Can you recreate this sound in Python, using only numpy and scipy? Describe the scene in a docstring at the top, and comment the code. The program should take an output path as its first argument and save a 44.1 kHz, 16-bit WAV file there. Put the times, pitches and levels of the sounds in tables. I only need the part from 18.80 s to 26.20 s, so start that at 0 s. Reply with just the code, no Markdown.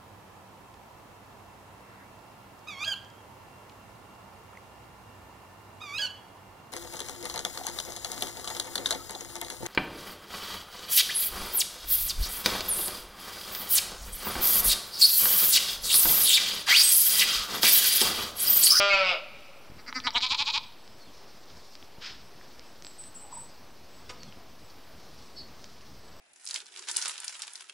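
"""A hoarsening bleat from a sheep by a wooden shed comes first, over a soft country rush; the shed and slope answer.
A near ewe then bleats with a quaver; birds call, a sheep snorts and a hoof knocks a plank, amid small ticks and thumps.
Voices are pulses and breath through throat resonances; birds are gliding tones; the snort and air are shaped noise.
Ticks, thumps and knock are dying tones, some with noise. One microphone with gain control feeds two channels,
each with its own hiss."""
import sys
import numpy as np
from scipy import signal
from scipy.fft import rfft, irfft, next_fast_len
from scipy.io import wavfile
from scipy.ndimage import uniform_filter1d, map_coordinates

SR = 44100
rng = np.random.default_rng(int(sys.argv[2]) if len(sys.argv) > 2 else 0)


def int16_out(signal):
    """Quantize to a 16-bit WAV file."""
    q = np.round(np.clip(np.atleast_2d(signal).T, -1, 1) * 32767)
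    wavfile.write(sys.argv[1], SR, q.astype(np.int16))


N = 326334  # length in samples, about 7.4 s


def amp(db):
    """Turn decibels into a plain multiplier."""
    return 10 ** (np.asarray(db) / 20)


def unit(x):
    """Scale a sound to an average strength (rms) of 1."""
    return x / np.sqrt(np.mean(x ** 2) + 1e-20)


def along(points, hz):
    """Read a curve of (pitch_hz, value) points, spaced the way we hear pitch."""
    point_hz, value = np.transpose(points)
    return np.interp(np.log(hz + 1), np.log(point_hz + 1), value)


def filtered(x, response):
    """Change the strength and timing of each frequency in x by a given response."""
    size = next_fast_len(x.shape[-1] + SR // 4)
    spectrum = rfft(x, size) * response(np.fft.rfftfreq(size, 1 / SR))
    return irfft(spectrum, size)[..., :x.shape[-1]]


def resonant(x, modes, low_hz, top_hz=np.inf):
    """Ring x through hollow-space resonances; little sound escapes below low_hz or above top_hz."""
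    def response(f):
        ring = 0
        for k, (center_hz, width_hz, db) in enumerate(modes):
            spread = 1j * f * width_hz
            # neighbours have opposite signs
            ring = ring + (-1) ** k * amp(db) * spread / (center_hz ** 2 - f * f + spread)
        bass_loss = (1j * f / (low_hz + 1j * f)) ** 2
        treble_loss = 1 + np.sqrt(2) * 1j * f / top_hz - (f / top_hz) ** 2
        return ring * bass_loss / treble_loss
    return filtered(x, response)


def wobble(rate):
    """A smooth random curve through this many random points a second."""
    points = rng.standard_normal(int(N * rate / SR) + 4)
    return map_coordinates(points, [np.arange(N) * rate / SR])


def noise(spectrum, patchy_db):
    """Coloured noise of rms 1, uneven because random patches of time and pitch are louder or softer."""
    grains = signal.stft(rng.standard_normal(N), nperseg=512)[2]
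    patches = uniform_filter1d(rng.standard_normal(grains.shape), 6, 0)
    patches = uniform_filter1d(patches, 12, 1)
    x = signal.istft(grains * amp(patchy_db * unit(patches)), nperseg=512)[1][:N]
    return unit(filtered(x, lambda hz: amp(along(spectrum, hz))))


def folds(pitch_hz, rough, jitter, scatter_db, snaps=(0,), rests=(0,)):
    """Each closing of the vocal folds gives a pulse; breath bursts once a cycle, more of it when rough."""
    n = len(pitch_hz)
    turn = np.cumsum(pitch_hz) / SR  # cycles so far
    snaps = np.asarray(snaps)
    # after each rest, shift the cycles so that the next snap meets a closing
    coming = np.minimum(np.searchsorted(rests, np.arange(n)), len(snaps) - 1)
    shift = np.round(turn[snaps]) - turn[snaps]
    turn = np.maximum.accumulate(turn + shift[coming])
    k = np.arange(1, int(turn[-1]))
    chance = rng.standard_normal((len(k), 2))
    at = np.interp(k + jitter * chance[:, 0], turn, np.arange(n))
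    # spread each pulse over 16 samples, so it can fall between two of them
    taps = np.floor(at)[:, None] + np.arange(-7, 9)
    off = taps - at[:, None]
    size = amp(scatter_db * chance[:, 1])[:, None] * np.sinc(off) * np.cos(np.pi * off / 17) ** 2
    pulses = np.bincount(np.clip(taps, 0, n - 1).astype(int).ravel(), size.ravel(), n)
    breath = rng.standard_normal(n) * np.exp(-2.5 * (turn % 1))
    rough = np.clip(rough, 0, 1)
    return np.sqrt(1 - rough) * unit(pulses) + np.sqrt(rough) * unit(breath)


# how long echoes take to die by 60 dB, before a place's stretch: pitch_hz [Hz], die_away_s [s]
ECHO_TIMES = [(300, 1), (1000, 0.94), (3000, 0.83), (5200, 0.69), (8000, 0.1)]


def echoes(x, gap_s, stretch):
    """After a gap, surfaces return a blurred copy in which each frequency dies at its own speed."""
    hz, t, grains = signal.stft(rng.standard_normal(SR), SR, nperseg=256)
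    die_away_s = stretch * along(ECHO_TIMES, hz)[:, None]
    tail = signal.istft(grains * amp(-60 * t / die_away_s), SR, nperseg=256)[1]
    delayed = np.pad(x, (round(gap_s * SR), 0))
    return signal.fftconvolve(delayed, tail / np.linalg.norm(tail))[:len(x)]


def add(track, s, sound):
    """Mix a short sound into a track, starting at second s."""
    part = track[round(s * SR):][:len(sound)]
    part += sound[:len(part)]


# the shed sheep's bleat: start_s [s], pitch_hz [Hz], level_db [dB], tiredness [0-1]
LONG_BLEAT = [(0, 200.4, -19.5, 0.5), (.076, 200.3, -19, 0.44), (0.117, 197.7, -20.5, 0),
              (0.151, 195.1, -18.5, 0.4), (.216, 188.8, -21, 0.54), (.296, 180.8, -22.5, 1),
              (.318, 173.8, -26, 0.98), (.348, 155.9, -29, 1), (.392, 148.8, -48.5, 1),
              (.419, 150.9, -68, 0.96)]
# its throat's resonances, fresh and then tired: pitch_hz [Hz], width_hz [Hz], level_db [dB]
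FRESH_THROAT = [(624, 96, 0), (1408, 73, 1.5), (2265, 200, 2), (2596, 164, 3), (3280, 400, -8),
                (4580, 250, -4), (6070, 160, -19), (6930, 700, -44.5)]
TIRED_THROAT = [(595, 74, 4), (1347, 84, -0.5), (2310, 370, -3.5), (2817, 320, -1), (3620, 360, -8.5),
                (5000, 260, -9), (6600, 510, -31)]
LEAD = SR  # samples of bleat before the scene opens (1 s)


def shed_sheep():
    """A bleat already under way, with echoes built up, turns hoarse as the breath runs out."""
    t = np.arange(-LEAD, SR * 2) / SR
    s, hz, db, tired = np.transpose(LONG_BLEAT)
    tired = np.clip(np.interp(t, s, tired), 0, 1)
    rough = .004 + .06 * tired ** 5
    source = folds(np.interp(t, s, hz), rough, jitter=.002, scatter_db=.3)
    fresh = unit(resonant(source, FRESH_THROAT, low_hz=330, top_hz=6060))
    worn = unit(resonant(source, TIRED_THROAT, low_hz=330, top_hz=6060))
    chest = amp(-29) * unit(resonant(source, [(191, 120, 0)], low_hz=90))
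    level_db = np.interp(t, s, db) + 2 * tired * wobble(28.26)[:len(t)]
    voice = ((1 - tired) * fresh + tired * worn + chest) * amp(level_db) * (t < s[-1])
    walls = amp(-8) * echoes(voice, .003, stretch=.08) + amp(-6) * echoes(voice, .012, stretch=.25)
    slope = amp(-22.5) * echoes(voice, .06, stretch=1.6)
    heard = voice + walls + slope
    return np.pad(heard[LEAD:], (0, N - 2 * SR))


# tone colours of the air: pitch_hz [Hz], level_db [dB per Hz, relative]
RUMBLE_COLOUR = [(12, -24), (25, -7.5), (75, 0.5), (115, -3), (250, -3.5), (400, -12.5), (700, -120)]
RUSH_COLOUR = [(100, -120), (220, -9.5), (370, -2.5), (650, -3), (1100, -5.5), (1600, -10), (3000, -12),
               (4200, -19), (6000, -120)]
RUSTLE_COLOUR = [(2500, -120), (3200, -8), (4500, -0.5), (5400, -0.5), (6500, -8.5), (8000, -17),
                 (9500, -9.5), (12000, -120)]
CHIRR_COLOUR = [(7400, -54), (7800, 15), (7950, 9), (8100, 10.5), (8500, -51)]
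# how the rustle comes and goes: time_s [s], level_db [dB]
RUSTLE_LEVELS = [(2.1, -62), (2.52, -58.5), (3.49, -62.5), (3.88, -59.5), (5.0, -61.5), (6.05, -60.5),
                 (6.45, -58.5), (7.4, -60)]
RUMBLE_DB, RUMBLE_GROWS_DB_PER_S, RUSH_DB = -59.5, 0.46, -56  # rumble level is that of mid-scene


def air():
    """Four wavering noises: low rumble, far rush, bright rustle of straw and needles, thin far chirr."""
    t = np.arange(N) / SR
    rumble_db = RUMBLE_DB + RUMBLE_GROWS_DB_PER_S * (t - t.mean()) + 1.1 * wobble(2.42)
    rush_db = RUSH_DB + 0.059 * wobble(0.2)
    rustle_db = np.interp(t, *np.transpose(RUSTLE_LEVELS))
    rumble = amp(rumble_db + 1.8 * wobble(24)) * noise(RUMBLE_COLOUR, patchy_db=1.9)
    rush = amp(rush_db + .6 * wobble(8)) * noise(RUSH_COLOUR, patchy_db=.8)
    crackle_db = .9 * wobble(9) + 1.3 * wobble(70)
    rustle = amp(rustle_db + crackle_db) * noise(RUSTLE_COLOUR, patchy_db=.9)
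    chirr = amp(-76.0 + 1.9 * wobble(2.85)) * noise(CHIRR_COLOUR, patchy_db=6.5)
    return rumble + rush + rustle + chirr


# clear ticks of the shell, before muffling: start_s [s], level_db [dB], pitch_hz [Hz]
TICKS = [(2.0777, -39, 5000), (2.9537, -33.5, 4850), (3.027, -40.5, 3380), (3.6123, -47, 1770),
         (3.795, -33, 5260), (4.0235, -32, 6020), (4.0482, -30.5, 4900), (4.068, -31.5, 4870),
         (4.2393, -37, 5120), (5.433, -30, 5800), (6.843, -30.5, 5840)]
# dull thumps: start_s [s], level_db [dB]
THUMPS = [(0.9, -28), (0.92, -28.5), (3.184, -29.5), (5.573, -32)]
# the plank's ringing tones, added to the knock's level: pitch_hz [Hz], level_db [dB], die_away_s [s per 60 dB]
PLANK = [(501, -4.5, 0.18), (996, -8, 0.15), (1245, -11, 0.2), (2170, -2, 0.055), (3660, 6, 0.034),
         (4750, 11, 0.033), (5450, 17, 0.023)]
KNOCK_S, KNOCK_DB = 5.292, -32
FAINT_TICK_DB, FAINT_TICK_HZ = -47, 4500  # middle of the random range


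def small_hits():
    """A hand-held plastic shell ticks in short dying tones; thumps are dull; a hoof makes a plank ring."""
    out, t = np.zeros(N), np.arange(SR // 5) / SR
    # fainter ticks fall at random, about one a second
    when, size, colour = rng.random((round(N / SR), 3)).T
    faint_db = FAINT_TICK_DB + 8 * (size - .5)
    faint_hz = FAINT_TICK_HZ * 2.5 ** (colour - .5)
    faint = np.c_[when * N / SR, faint_db, faint_hz]
    for s, db, hz in np.r_[TICKS, faint]:
        snap = 3.57 * np.sin(2 * np.pi * hz * t) * np.exp(-.6 * hz * t)  # gone in a few cycles
        grit = 0.12 * amp(-60 * t / 0.0026) * rng.standard_normal(len(t))
        add(out, s, amp(db) * (snap + grit))
    wood = sum(amp(db - 60 * t / t60) * np.sin(2 * np.pi * hz * t) for hz, db, t60 in PLANK)
    scrape = 4 * amp(-60 * t / 0.076) * rng.standard_normal(len(t))
    add(out, KNOCK_S, amp(KNOCK_DB) * (1 - np.exp(-t / 0.011)) * (wood + scrape))
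    # muffle the treble and thin the bass of ticks and knock
    out = filtered(out, lambda hz: 1 / (1 + 1j * hz / 6500) ** 3 * 1j * hz / (700 + 1j * hz))
    for s, db in THUMPS:
        add(out, s, -amp(db) * np.sin(2 * np.pi * 120 * t) * np.exp(-t / 0.0013))
    return out + amp(-11.5) * echoes(out, .005, stretch=1.0)


# swells of the ewe's voice: top_s [s], level_db [dB], fall_s [s to drop 13.3 dB, before stretch],
# mouth [0 shut, 1 half, 2 or more wide]
SWELLS = [(.996, -48, 0.011, 0.26), (1.089, -37, 0.0084, 0.1), (1.165, -29.5, 0.025, 0.017),
          (1.255, -30.5, 0.02, 0.061), (1.368, -16.5, 0.017, 1.08), (1.434, -19.5, 0.024, 1.75),
          (1.516, -20.5, 0.02, 1.8), (1.597, -21.5, 0.024, 1.83), (1.675, -23, 0.02, 1.83),
          (1.749, -22, 0.026, 1.87), (1.84, -43.5, 0.01, 2.7)]
# quick-rising peaks among the swells: hard catches, short lip clicks and a softer peak:
# top_s [s], level_db [dB], fall_s [s, as above], mouth [as above],
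# low_change_db [dB: below zero weakens the low resonances, above zero lifts them]
QUICK_PEAKS = [(1.064, -47, 0.0089, .1, 2), (1.1267, -35.5, 0.0027, 0.74, 10),
               (1.2017, -32.5, 0.0035, 1.9, -4), (1.2712, -20.5, 0.017, 1.2, 5),
               (1.306, -27.5, 0.0031, 0.18, -11), (1.4061, -27, 0.0025, .4, -8),
               (1.4112, -29, 0.0036, 0.44, -5), (1.4646, -23.5, 0.017, 1.58, -5),
               (1.546, -20.5, 0.01, 1.84, 1), (1.6214, -21.5, 0.011, 1.7, -4),
               (1.7012, -21.5, 0.013, 1.68, -6), (1.777, -21.5, 0.0074, 1.68, -1)]
# pitch arches over swells and later climbs steeply into quick peaks: time_s [s], pitch_hz [Hz]
EWE_PITCH = [(1.066, 210), (1.088, 244), (1.108, 200), (1.14, 240), (1.148, 253), (1.167, 258),
             (1.182, 252), (1.192, 212), (1.24, 241), (1.27, 255), (1.284, 222), (1.342, 224), (1.372, 252),
             (1.386, 215), (1.42, 243), (1.444, 260), (1.453, 249), (1.465, 264), (1.488, 225), (1.5, 255),
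             (1.52, 268), (1.531, 300), (1.542, 354), (1.553, 245), (1.569, 226), (1.583, 278),
             (1.605, 279), (1.616, 299), (1.625, 263), (1.645, 245), (1.658, 268), (1.678, 277),
             (1.695, 327), (1.706, 272), (1.72, 238), (1.73, 265), (1.757, 282), (1.772, 325), (1.781, 255)]
# throat resonances for each mouth opening: pitch_hz [Hz], width_hz [Hz], level_db [dB],
# late_s [s that it peaks late, for a 0.02 s rise], stretch [times the rise and fall]
SHUT_THROAT = [(253, 33, 6.5, 0.0019, 0.57), (1290, 260, 2.5, 0.007, 0.84), (2090, 240, 4, 0.0032, 0.8),
               (3400, 300, -24, .004, 1), (4730, 290, 5.5, 0.0024, 0.82), (5750, 220, -2.5, 0.011, 0.98),
               (7500, 1200, -27, 0.0091, 0.51)]
HALF_THROAT = [(892, 160, -3.5, -0.0038, 1.3), (1230, 440, -7, 0.00029, 0.83),
               (2276, 260, -1.5, 0.00054, 0.74), (2990, 210, -0.5, -0.0081, 0.83),
               (3290, 290, -2.5, -0.0063, 1.1), (3905, 170, 2.5, 0.0025, 1.1),
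               (4740, 610, -11, 0.017, 0.51), (5600, 110, -17, -0.031, 0.74),
               (7500, 400, -27, -0.032, 0.45)]
WIDE_THROAT = [(889, 120, -4.5, 0.01, 1.08), (1015, 193, -4.5, 0.0079, 1.24),
               (1640, 700, -18.5, 0.0097, 0.86), (2420, 214, -1.5, 0.0054, 1.05),
               (3460, 490, -3, 0.0018, 0.89), (4010, 405, -3, -0.0012, 1.32),
               (4770, 800, -7, -0.00051, 1.22), (6900, 1200, -24, -0.014, 1.1)]
RISE_S, SHUT_SLOWER_S = 0.017, 0.01  # a swell's rise before stretch, longer with the mouth shut
QUICK_RISE = 0.22  # a quick peak's rise, as a share of its fall
LOW_UNDER_HZ, LOW_CHANGE_S = 2200, 0.033  # which resonances change at a quick peak, and for how long
SWELL_SHAPE, QUICK_SHAPE = 3.3, 1.6  # how flat-topped a swell and a wide-mouthed quick peak are


def ewe():
    """Sharp fold pulses swell and break about twelve times a second as the mouth opens wider."""
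    t = np.arange(SR * 3) / SR
    swell_s, swell_db, swell_fall, swell_mouth = np.transpose(SWELLS)
    quick_s, quick_db, quick_fall, quick_mouth, low_change_db = np.transpose(QUICK_PEAKS)
    swell_rise = RISE_S + SHUT_SLOWER_S * np.clip(1 - swell_mouth, 0, 1)
    top, db = np.r_[swell_s, quick_s], np.r_[swell_db, quick_db]
    mouth = np.clip(np.r_[swell_mouth, quick_mouth], 0, 2)
    rise, fall = np.r_[swell_rise, QUICK_RISE * quick_fall], np.r_[swell_fall, quick_fall]
    pitch_hz = np.interp(t, *np.transpose(EWE_PITCH))
    snaps = np.round(quick_s * SR).astype(int)
    rests = (quick_s + 1.5 * quick_fall) * SR
    source = folds(pitch_hz, .01, jitter=.005, scatter_db=1.1, snaps=snaps, rests=rests)
    span = slice(round(.9 * SR), 2 * SR)  # the stretch of time with voice in it
    quick_shape = np.where(quick_mouth < 1.5, SWELL_SHAPE, QUICK_SHAPE)
    shape = np.r_[np.full(len(swell_s), SWELL_SHAPE), quick_shape][:, None]
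    since = t[span] - quick_s[:, None]
    hold = np.clip(since / .002 + 1, 0, 1) * np.clip(1 - since / LOW_CHANGE_S, 0, 1)
    low_change = amp(np.sum(low_change_db[:, None] * hold, axis=0))
    voice = np.zeros(len(t))
    for k, throat in enumerate((SHUT_THROAT, HALF_THROAT, WIDE_THROAT)):
        rows = np.abs(mouth - k) < 1
        share = 1 - np.abs(mouth - k)[rows, None]  # blend neighbouring mouth openings
        loudness = np.std(resonant(source, [mode[:3] for mode in throat], low_hz=203))
        # the throat moves within a swell, so each resonance peaks at its own moment
        for j, (hz, width_hz, mode_db, late, stretch) in enumerate(throat):
            lag = t[span] - (top + late * rise / .02)[rows, None]
            reach = stretch * np.where(lag < 0, rise[rows, None], fall[rows, None])
            level_db = db[rows, None] - 13.3 * np.abs(lag / reach) ** shape[rows]
            effort = np.zeros(len(t))
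            effort[span] = np.sum(share * amp(level_db), axis=0)
            if hz < LOW_UNDER_HZ:
                effort[span] *= low_change
            ring = resonant(effort * source, [(hz, width_hz, mode_db)], low_hz=190, top_hz=6640)
            voice += (-1) ** j * ring / loudness
    near = amp(-15) * echoes(voice, 0.004, stretch=0.13)
    far = amp(-24.0) * echoes(voice, 0.038, stretch=0.86)
    return np.pad(voice + near + far, (0, N - len(t)))


# trill notes: start_s [s], length_s [s], level_db [dB at the start], warble_hz [warbles a second],
# extra_swing_hz [Hz of pitch swing that dies away], settle_hz [Hz], onset_s [s]
TRILL = [(4.028, 0.087, -49, 36, 320, 8020, 0.022), (4.177, 0.11, -43, 29, 230, 8210, 0.013),
         (4.338, 0.11, -43, 29, 280, 8100, 0.017), (4.51, .14, -43.5, 34, 180, 8100, 0.011)]
# bird whistles and low pips: start_s [s], length_s [s], from_hz [Hz], to_hz [Hz], level_db [dB]
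WHISTLES = [(2.034, 0.13, 5250, 5200, -65), (2.19, 0.074, 4730, 4140, -55), (2.25, 0.069, 3900, 2950, -59),
            (4.436, 0.026, 905, 750, -50), (4.478, 0.024, 766, 836, -48.5), (4.525, 0.0098, 1070, 920, -39),
            (4.568, 0.013, 950, 920, -38.5), (4.695, .07, 4950, 4850, -59), (5.392, 0.071, 4690, 4180, -52),
            (5.466, 0.038, 3630, 3130, -58), (6.563, 0.073, 5430, 4530, -46.5),
            (6.557, 0.083, 4450, 4410, -44), (6.561, 0.078, 4000, 3970, -52)]


def birds():
    """Trills deep in the firs warble some thirty times a second and climb a little; whistles glide."""
    trill, song = np.zeros(N), np.zeros(N)
    for s, length, db, warble_hz, extra_swing_hz, settle_hz, onset in TRILL:
        t = np.arange(round(length * SR)) / SR
        warble = np.cos(2 * np.pi * warble_hz * np.maximum(t - .012, 0))
        climb_hz = settle_hz - 280 * np.exp(-t / 0.0694)
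        swing_hz = 90 + extra_swing_hz * np.exp(-t / 0.057)
        hz = climb_hz + swing_hz * warble + 50 * wobble(61.0)[:len(t)]
        edges = np.sin(np.pi * t / length) ** 0.15 * np.clip(t / onset, 0, 1)
        loud = amp(db - 29 * t + 2.8 * wobble(44)[:len(t)]) * edges
        add(trill, s, loud * np.sin(2 * np.pi * np.cumsum(hz) / SR))
    for s, length, from_hz, to_hz, db in WHISTLES:
        u = np.arange(round(length * SR)) / (length * SR)  # 0 at the start, 1 at the end
        glide_hz = to_hz + (from_hz - to_hz) * (1 - u) ** 1.5
        hz = glide_hz * (1 + 0.01 * wobble(330)[:len(u)])
        add(song, s, amp(db) * np.sin(np.pi * u ** 0.72) * np.sin(2 * np.pi * np.cumsum(hz) / SR))
    near = amp(-9) * echoes(song, .01, stretch=.35)
    far = amp(-0.5) * echoes(trill, 0.0099, stretch=2.5)
    return trill + far + song + near


# resonances of a sheep's nostrils: pitch_hz [Hz], width_hz [Hz], level_db [dB]
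NOSTRILS = [(1460, 630, -3.5), (3400, 1400, -4), (5140, 810, -3)]
SNORT_S, SNORT_DB = 3.262, -39  # moment and level of the top
# it sets in this long before the top and this much under it, then fades steadily
SNORT_ONSET_S, SNORT_SWELL_DB, SNORT_FADE_DB_PER_S = 0.044, 7, 143


def snort():
    """Rushing air rings in a sheep's nostrils: a sudden start, a swell, a steady fade."""
    blast = unit(resonant(rng.standard_normal(N), NOSTRILS, low_hz=870)) * amp(0.62 * wobble(150))
    t = np.arange(N) / SR - SNORT_S
    db = np.where(t < 0, SNORT_SWELL_DB * t / SNORT_ONSET_S, -SNORT_FADE_DB_PER_S * t)
    opening = np.clip((t + SNORT_ONSET_S) / 0.023 + 1, 0, 1) ** 2
    return blast * opening * amp(SNORT_DB + np.maximum(db, -120))


def scene():
    """One microphone feeds both channels."""
    mono = shed_sheep() + air() + small_hits() + ewe() + birds() + snort()
    return np.array([mono, mono])


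# tone colour of the channel hiss: pitch_hz [Hz], level_db [dB per Hz, relative]
HISS_COLOUR = [(59, -41), (100, -12.5), (479, -4), (1740, -19), (2600, -18.5), (3970, -9.5), (15700, -1.5)]
TOP_HZ = 15760  # nothing passes above this


def record(dry):
    """A lopsided capsule bends the wave; gain control cuts loud peaks at once and recovers slowly."""
    crests = filtered(dry[0] ** 2, lambda hz: .5 / (1 + (900 / (hz + 1)) ** 4))
    # the steepest rising fronts kick the resting point
    steep = np.maximum(np.diff(dry[0], prepend=0) - .092, 0)
    drift = filtered(steep, lambda hz: 10 / (1 + 1j * hz / 60) / (1 + 1j * hz / 700))
    x = dry[0] + crests + drift
    x = filtered(x, lambda hz: 1 / np.sqrt(1 + (hz / 8500) ** 16))
    # gain control: a quarter of what exceeds -23 dB is cut, then given back at 9 dB a second
    cut_db = 0.25 * np.maximum(20 * np.log10(np.abs(x) + 1e-9) + 23, 0)
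    release_db = 9 * np.arange(N) / SR
    held_db = np.maximum.accumulate(cut_db + release_db) - release_db
    x = x * amp(-uniform_filter1d(held_db, size=256))
    # the channels differ by a faint, flickering share of the treble
    apart = amp(-24) * filtered(x * wobble(150), lambda hz: 1 / (1 + (2100 / (hz + 1)) ** 4))
    hiss = amp(-62.5) * np.array([noise(HISS_COLOUR, patchy_db=3.5), noise(HISS_COLOUR, patchy_db=3.5)])
    both = x + [apart, -apart] + hiss
    return filtered(both, lambda hz: hz < TOP_HZ) - .0041  # a small constant offset


dry = scene()
out = record(dry)
int16_out(out)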